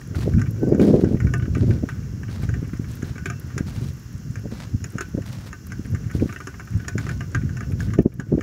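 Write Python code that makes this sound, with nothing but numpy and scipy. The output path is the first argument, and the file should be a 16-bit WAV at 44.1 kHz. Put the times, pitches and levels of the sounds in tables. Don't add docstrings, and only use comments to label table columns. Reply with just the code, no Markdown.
import sys
import numpy as np
from scipy import signal
from scipy.fft import rfft, irfft
from scipy.io import wavfile
from scipy.ndimage import uniform_filter1d, minimum_filter1d

SR = 44100
rng = np.random.default_rng(int(sys.argv[2]) if len(sys.argv) > 2 else 0)


def dump_mix(stems):
    frames = np.atleast_2d(stems).T
    limited = np.clip(frames, -1, 1)
    pcm = np.round(limited * 32767).astype(np.int16)
    wavfile.write(sys.argv[1], SR, pcm)


N = 371322
T = np.arange(N) / SR

# start_s, frame_db, pitch_hz, drive_db, bar_db (levels before each part's own gain)
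CLANKS = [(0.3364, -32.5, 1490, -52, -46), (0.394, -30, 1520, -49, -46), (0.4157, -25.5, 1450, -39, -43),
          (0.7476, -31, 1580, -42.5, -50), (0.7976, -24.5, 1530, -42, -43), (1.0438, -28.5, 1500, -42, -44),
          (1.2026, -26, 1520, -43, -44.5), (1.2693, -31, 1470, -47, -40), (1.3376, -19, 1450, -33, -30.5),
          (1.4227, -31.5, 1680, -55, -43), (1.55, -28.5, 1480, -43.5, -41), (1.708, -29, 1640, -52, -47),
          (1.8888, -21.5, 1590, -44.5, -39), (2.2323, -32.5, 1660, -52, -63), (2.4908, -28, 1540, -46, -52),
          (2.5398, -29.5, 1810, -48, -53), (2.7329, -34, 1500, -59, -51), (3.0257, -29.5, 1330, -42.5, -56),
          (3.1808, -29.5, 1450, -46, -39), (3.2573, -19.5, 1460, -36, -35), (3.3, -23.5, 1680, -37, -41),
          (3.5792, -19, 1690, -30.5, -46), (4.3565, -29, 1560, -44, -49), (4.8416, -29.5, 1830, -32, -58),
          (4.9836, -21, 1550, -36, -31), (5.008, -18, 1640, -32.5, -47), (5.2203, -37.5, 1570, -49, -52),
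          (5.5294, -27, 1600, -41, -45), (5.72, -27, 1450, -41, -48), (5.9481, -30, 1550, -43, -55),
          (6.1129, -32, 1470, -46, -45), (6.2935, -32.5, 1490, -56, -45), (6.3257, -30, 1550, -44.5, -46),
          (6.361, -26.5, 1670, -49, -57), (6.403, -27.5, 1480, -46.5, -43),
          (6.4711, -23.5, 1530, -38, -40.5), (6.5965, -29, 1490, -49, -48), (6.8012, -36.5, 1500, -54, -44),
          (6.8816, -21, 1620, -30.5, -36), (6.9805, -20.5, 1540, -33, -40), (7.0663, -25, 1500, -50, -41),
          (7.0917, -22.5, 1840, -38, -37), (7.2069, -25.5, 1860, -45.5, -52),
          (7.3474, -16.5, 1610, -34.5, -33.5), (7.4924, -33, 1500, -55, -47), (7.5692, -31, 1490, -42, -50),
          (7.6068, -26, 1460, -43.5, -42), (7.8046, -24.5, 1540, -40, -41), (7.9361, -25, 1520, -42, -43),
          (7.9858, -29, 1200, -42.5, -55), (8.1983, -16.5, 1530, -33.5, -35),
          (8.4085, -24, 1600, -40.5, -49)]
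# pitch_hz, relative_db, t60_s
FRAME_MODES = [(282, -8, 0.065), (385, -10.5, 0.086), (560, -24, 0.032), (695, -21.5, 0.12),
               (916, -22.5, 0.019), (1077, -26, 0.092), (1204, -10, 0.053), (1403, 0.5, 0.012),
               (1534, -17.5, 0.089), (1584, -1.5, 0.025), (1670, -7, 0.028), (1826, -5.5, 0.031),
               (2010, -9.5, 0.023), (2255, -6, 0.016), (2325, -8, 0.016), (2646, -24, 0.1),
               (2855, -9.5, 0.013), (3330, -24.5, 0.015)]
# pitch_hz, relative_db, t60_s
DRIVE_MODES = [(4180, -10, .01), (4810, -1.5, 0.008), (5230, 11.5, 0.011), (5680, 5, 0.03),
               (6345, 10, 0.02), (6850, 15.5, 0.011), (7024, 5, 0.024), (7620, 2, 0.012), (9190, -7, 0.019),
               (10870, -4, 0.0047), (10400, 5, 0.0092), (13900, -15, .01)]

def drill_clanks():
    frame_gain_db, drive_gain_db, bar_gain_db = -3, 2.5, 1.5
    out = np.zeros(N)
    for start_s, frame_db, pitch_hz, drive_db, bar_db in CLANKS:
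        frame = modal_response(FRAME_MODES, pitch_hz, focus_db=3, scatter_db=2.5, detune=.028)
        drive = modal_response(DRIVE_MODES, 5200, focus_db=-2, scatter_db=2, detune=.035)
        clang = strike(frame, contact_s=.015, bounce_s=.0048, bounce=.18, scrape=.035, crack=.0094)
        clink = strike(drive, contact_s=.0076, bounce_s=.004, bounce=.095, scrape=.038, crack=.098)
        add(out, start_s, undb(frame_db + frame_gain_db) * clang)
        add(out, start_s, undb(drive_db + drive_gain_db) * clink)
        add(out, start_s, undb(bar_db + bar_gain_db) * loose_bar())
    return out

def modal_response(modes, centre_hz, focus_db, scatter_db, detune):
    hz, db, t60_s = np.transpose(modes)[:, :, None]
    t = T[:SR // 5]
    level_draw, pitch_draw, phase = rng.standard_normal((3, len(modes), 1))
    nearness = np.exp(-(np.log2(hz / centre_hz) / .22) ** 2)
    gain = undb(db + scatter_db * level_draw + focus_db * nearness)
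    hz = hz * (1 + detune * pitch_draw * t60_s.min() / t60_s)
    return np.sum(gain * np.exp(-np.log(1000) * t / t60_s) * np.sin(2 * np.pi * (hz * t + phase)), 0)

def strike(response, contact_s, bounce_s, bounce, scrape, crack):
    t = T[:SR // 25]
    contact = np.exp(-t / contact_s)
    force = scrape * rng.standard_normal(len(t)) * contact
    force[0] += 1
    rebound_at = int(np.clip(bounce_s * rng.uniform(.7, 1.3) * SR, 1, len(t) - 1))
    force[rebound_at] += bounce * rng.choice([-1, 1])
    x = signal.fftconvolve(force, response)
    x /= np.sqrt(uniform_filter1d(x ** 2, size=SR // 200).max())
    x[:len(t)] += crack * rng.standard_normal(len(t)) * contact
    return x * (1 - np.exp(-T[:len(x)] / .00039))

def loose_bar(pitch_hz=1494, t60_s=.23, rise_s=.0031):
    t = T[:SR // 3]
    hz = pitch_hz * (1 + .005 * rng.standard_normal())
    envelope = np.exp(-np.log(1000) * t / t60_s) * (1 - np.exp(-t / rise_s))
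    return envelope * np.sin(2 * np.pi * hz * t)

# time_s, level_db
RATTLE_FLOOR = [(0, -51.5), (1.4, -51), (2.1, -60), (3.2, -53), (4.0, -62), (5.9, -55.5), (6.6, -52),
                (8.4, -57)]

def drill_rattles(count=200, range_db=16):
    out = np.zeros(N)
    for k, (late, size) in enumerate(rng.random((count, 2))):
        frame = modal_response(FRAME_MODES, 1760, focus_db=0, scatter_db=2, detune=.013)
        rattle = strike(frame, contact_s=.0092, bounce_s=.0062, bounce=.54, scrape=.072, crack=.06)
        start_s = (k + 2 * late) / count * N / SR
        add(out, start_s, undb(range_db * size ** 2) * rattle)
    return out * undb(curve(RATTLE_FLOOR))

# start_s, length_s, pitch_hz, level_db
METAL_TONES = [(0.6, 0.086, 1517, -45), (0.675, 0.064, 4900, -55), (3.32, 0.089, 2680, -55)]

def metal_tones():
    out = np.zeros(N)
    for start_s, length_s, pitch_hz, level_db in METAL_TONES:
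        t = T[:int(length_s * SR)]
        envelope = np.sin(np.pi * t / length_s)
        add(out, start_s, undb(level_db) * envelope * np.sin(2 * np.pi * pitch_hz * t))
    return out

# start_s, length_s, crunch_db, dust_db
STEPS = [(0.145, 0.11, -40.5, -47), (0.806, 0.095, -40, -49), (0.94, 0.2, -48, -59), (1.53, 0.26, -50, -74),
         (2.29, 0.16, -46.5, -59), (2.881, 0.093, -55.5, -52), (3.035, 0.068, -46.5, -61),
         (3.658, 0.27, -50, -54), (4.505, 0.17, -45.5, -62), (5.25, 0.27, -50, -56),
         (6.127, 0.23, -50.5, -54), (6.975, 0.17, -45, -62), (7.788, 0.052, -45.5, -50)]
# frequency_hz, relative_db
CRUNCH_SPECTRUM = [(500, 7), (1000, 4), (2000, 1.5), (3000, -3.5), (4500, -2), (6500, -9.5), (9000, -13),
                   (15500, -28)]
DUST_SPECTRUM = [(4000, 5), (7000, -0.5), (11000, -3), (15500, -5)]

def footsteps():
    crunch_gain, dust_gain, t = np.zeros(N), np.zeros(N), T[:SR // 2]
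    for start_s, length_s, crunch_db, dust_db in STEPS:
        landing = np.minimum(t / .012, 1)
        easing = np.exp(-.3 * t / length_s)
        settling = np.exp(-np.maximum(t - .85 * length_s, 0) / .045)
        load = landing * easing * settling
        add(crunch_gain, start_s, undb(crunch_db) * load)
        add(dust_gain, start_s, undb(dust_db) * load)
    crumbling = undb(2.3 * wander(40) + 2 * wander(150))
    crunch = colour(grains(rate_hz=3200, spread_db=4.5), CRUNCH_SPECTRUM)
    dust = colour(grains(rate_hz=2500, spread_db=5), DUST_SPECTRUM)
    return crumbling * (crunch_gain * crunch + dust_gain * dust)

# start_s, peak_db, pitch_hz
CRUMBS = [(0.509, -35, 12100), (2.4244, -41, 12100), (2.9146, -35.5, 8210), (2.9537, -35, 13500),
          (3.3978, -33.5, 12000), (4.9028, -40, 8700), (5.668, -35.5, 12100), (8.0227, -36, 14400),
          (8.14, -32.5, 11900)]

def crumbs(trickle_count=130):
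    out = np.zeros(N)
    for start_s, peak_db, pitch_hz in CRUMBS:
        add(out, start_s, undb(peak_db) * snap(pitch_hz))
    for when, size, pitch in rng.random((trickle_count, 3)):
        pitch_hz = 5500 + 9000 * pitch
        add(out, when * N / SR, undb(-50.5 + 9.6 * size ** 2) * snap(pitch_hz))
    return out

def snap(pitch_hz, decay_s=.003):
    t = T[:SR // 40]
    burst = rng.standard_normal(len(t)) * np.exp(-t / decay_s)
    x = signal.lfilter(*signal.iirpeak(pitch_hz, Q=4, fs=SR), burst)
    return x / np.abs(x).max()

# time_s, rumble_db
BREEZE = [(0, -36), (0.16, -23.5), (0.6, -26.5), (1.35, -22.5), (1.98, -30.5), (2.85, -30), (3.9, -33),
          (4.05, -39), (4.3, -32.5), (5.1, -33.5), (5.55, -34.5), (6.24, -29.5), (6.33, -35), (6.67, -38),
          (6.8, -31), (8.4, -25)]
# crest_s, half_length_s, rumble_db, flutter_db
GUSTS = [(0.264, 0.017, -32, -30), (0.374, 0.028, -16.5, -38), (0.877, 0.17, -37, -12.5),
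         (1.118, 0.046, -21, -18.5), (1.255, 0.029, -8.5, -30), (1.679, 0.087, -13, -24.5),
         (2.512, 0.085, -22, -40), (3.82, 0.083, -24.5, -41), (4.746, 0.011, -21, -62),
         (5.935, 0.025, -16, -38.5), (6.212, .05, -28, -37), (6.763, 0.027, -23.5, -53),
         (7.362, 0.037, -22, -44), (7.456, 0.032, -21, -49), (7.72, 0.034, -20, -37),
         (8.34, 0.026, -15, -24.5)]
# time_s, swirl_db, core_db
EDDIES = [(0.184, -17, -30.5), (0.275, -23, -13.5), (0.629, -20, -13.5), (0.681, -17, -16),
          (0.718, -16, -8.5), (0.95, -8, -15), (1.035, -14, -8.5), (1.143, -3.5, -48), (1.479, -14, -37),
          (1.568, -21, -21.5), (1.832, -37, -18), (2.432, -20, -50), (2.626, -16, -35), (2.733, -17, -54),
          (2.795, -14, -63), (3.029, -15, -28.5), (3.565, -19, -38), (3.606, -11.5, -30), (4.454, -22, -24),
          (4.521, -22, -27.5), (4.953, -20.5, -26), (5.147, -14, -28), (5.175, -19, -17.5),
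          (5.793, -17, -61), (6.149, -11, -29.5), (6.221, -9.5, -16.5), (6.256, -14.5, -29),
          (6.953, -12, -31), (7.435, -17, -50), (7.987, -7, -2.5), (8.003, -2.5, -24), (8.057, -2, -1.5),
          (8.194, -10.5, -22.5), (8.326, -33, -4.5), (8.349, -9, -17), (8.379, -25, -9)]
# frequency_hz, relative_db
RUMBLE_SPECTRUM = [(20, -38), (35, -16.5), (55, -3.5), (80, 1), (115, 3.5), (170, -5.5), (240, -11),
                   (330, -25), (500, -55.5), (900, -83)]
FLUTTER_SPECTRUM = [(100, -10.5), (200, 3), (320, 1.5), (450, -5.5), (600, -15), (800, -28), (1100, -38.5),
                    (2000, -63)]

def wind(swirl_hz=153, core_hz=267, wake_db=-3, wake_s=.0072):
    rumble_gain = undb(curve(BREEZE))
    flutter_gain = undb(-15) * rumble_gain
    for crest_s, half_length_s, rumble_db, flutter_db in GUSTS:
        swell = np.exp(-((T - crest_s) / half_length_s) ** 2)
        rumble_gain = np.hypot(rumble_gain, undb(rumble_db) * swell)
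        flutter_gain = np.hypot(flutter_gain, undb(flutter_db) * swell)
    pops = np.zeros(N)
    wake = np.exp(-np.abs(T[:SR // 10] - .033) / wake_s)
    for time_s, swirl_db, core_db in EDDIES:
        pop = undb(swirl_db) * eddy(swirl_hz) + undb(core_db) * eddy(core_hz)
        add(pops, time_s - .009, rng.choice([-1, 1]) * pop)
        add(flutter_gain, time_s - .027, undb(core_db + wake_db) * wake)
    buffeting = wander(22)
    rumble = steady(colour(grains(rate_hz=300, spread_db=1.5), RUMBLE_SPECTRUM)) * undb(3 * buffeting)
    sputter = grains(rate_hz=330, spread_db=1) * undb(3 * wander(60))
    flutter = steady(colour(sputter, FLUTTER_SPECTRUM)) * undb(.68 * buffeting)
    return pops + rumble_gain * rumble + flutter_gain * flutter

def eddy(hz):
    phase = 2 * np.pi * hz * (T[:int(.024 * SR)] - .012)
    return phase * np.exp((1 - phase ** 2) / 2)

# frequency_hz, relative_db
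HISS_SPECTRUM = [(1470, -49), (2500, -31), (2740, 2.5), (3000, -14), (3270, -8.5), (3720, -19), (4200, -6),
                 (4640, -7), (5490, 3.5), (7170, -1.5), (8810, -24), (11000, -9.5), (12600, -15),
                 (14700, -7), (15500, -11.5)]
HUSH_SPECTRUM = [(200, -26), (500, -3), (900, -3), (1500, 4), (2500, -6.5), (4000, -12.5)]

def field(hiss_db=-55.5, hush_db=-55):
    hiss = colour(rng.standard_normal(N), HISS_SPECTRUM) * undb(.5 * wander(14))
    hush = colour(rng.standard_normal(N), HUSH_SPECTRUM) * undb(1.5 * wander(9))
    return undb(hiss_db) * hiss + undb(hush_db) * hush

def undb(db):
    return 10 ** (np.asarray(db) / 20)

def curve(table):
    return np.interp(T, *np.transpose(table))

def add(out, start_s, x):
    i = int(np.clip(start_s * SR, 0, N - 1))
    out[i:i + len(x)] += x[:N - i]

def colour(x, spectrum):
    hz, db = np.transpose(spectrum)
    f = np.maximum(np.fft.rfftfreq(N, 1 / SR), 1)
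    skirts = 1 / (1 + (hz[0] / 2 / f) ** 4) / (1 + (f / 2 / hz[-1]) ** 4)
    gain = undb(np.interp(np.log(f), np.log(hz), db))
    shaped = irfft(rfft(x) * skirts * gain, N)
    return shaped / np.sqrt(np.mean(shaped ** 2))

def wander(rate_hz):
    hold = int(SR / rate_hz)
    stairs = np.repeat(rng.standard_normal(N // hold + 1), hold)
    return 1.2 * uniform_filter1d(stairs, hold)[:N]

def grains(rate_hz, spread_db):
    size = undb(spread_db * np.minimum(rng.exponential(size=N), 4))
    return (rng.random(N) < rate_hz / SR) * size * rng.choice([-1, 1], N)

def steady(x):
    return x / np.sqrt(uniform_filter1d(x ** 2, size=SR // 12) + 1e-9)

def scene():
    drill = drill_clanks() + drill_rattles() + metal_tones()
    return (drill + footsteps() + crumbs() + wind() + field())[None]

def record(dry, low_hz=38, top_hz=15700, ceiling=.9, release_db_per_s=22):
    x = signal.sosfilt(signal.butter(2, low_hz, "high", fs=SR, output="sos"), dry)
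    over_db = np.maximum(20 * np.log10(np.abs(x) / ceiling + 1e-9), 0)
    release_db = release_db_per_s * T
    duck_db = np.maximum.accumulate(over_db + release_db, axis=1) - release_db
    look_ahead = minimum_filter1d(undb(-duck_db), size=2400)
    gain = uniform_filter1d(look_ahead, size=400)
    return signal.sosfilt(signal.ellip(10, .2, 70, top_hz, fs=SR, output="sos"), x * gain)

dry = scene()
out = record(dry)
dump_mix(out)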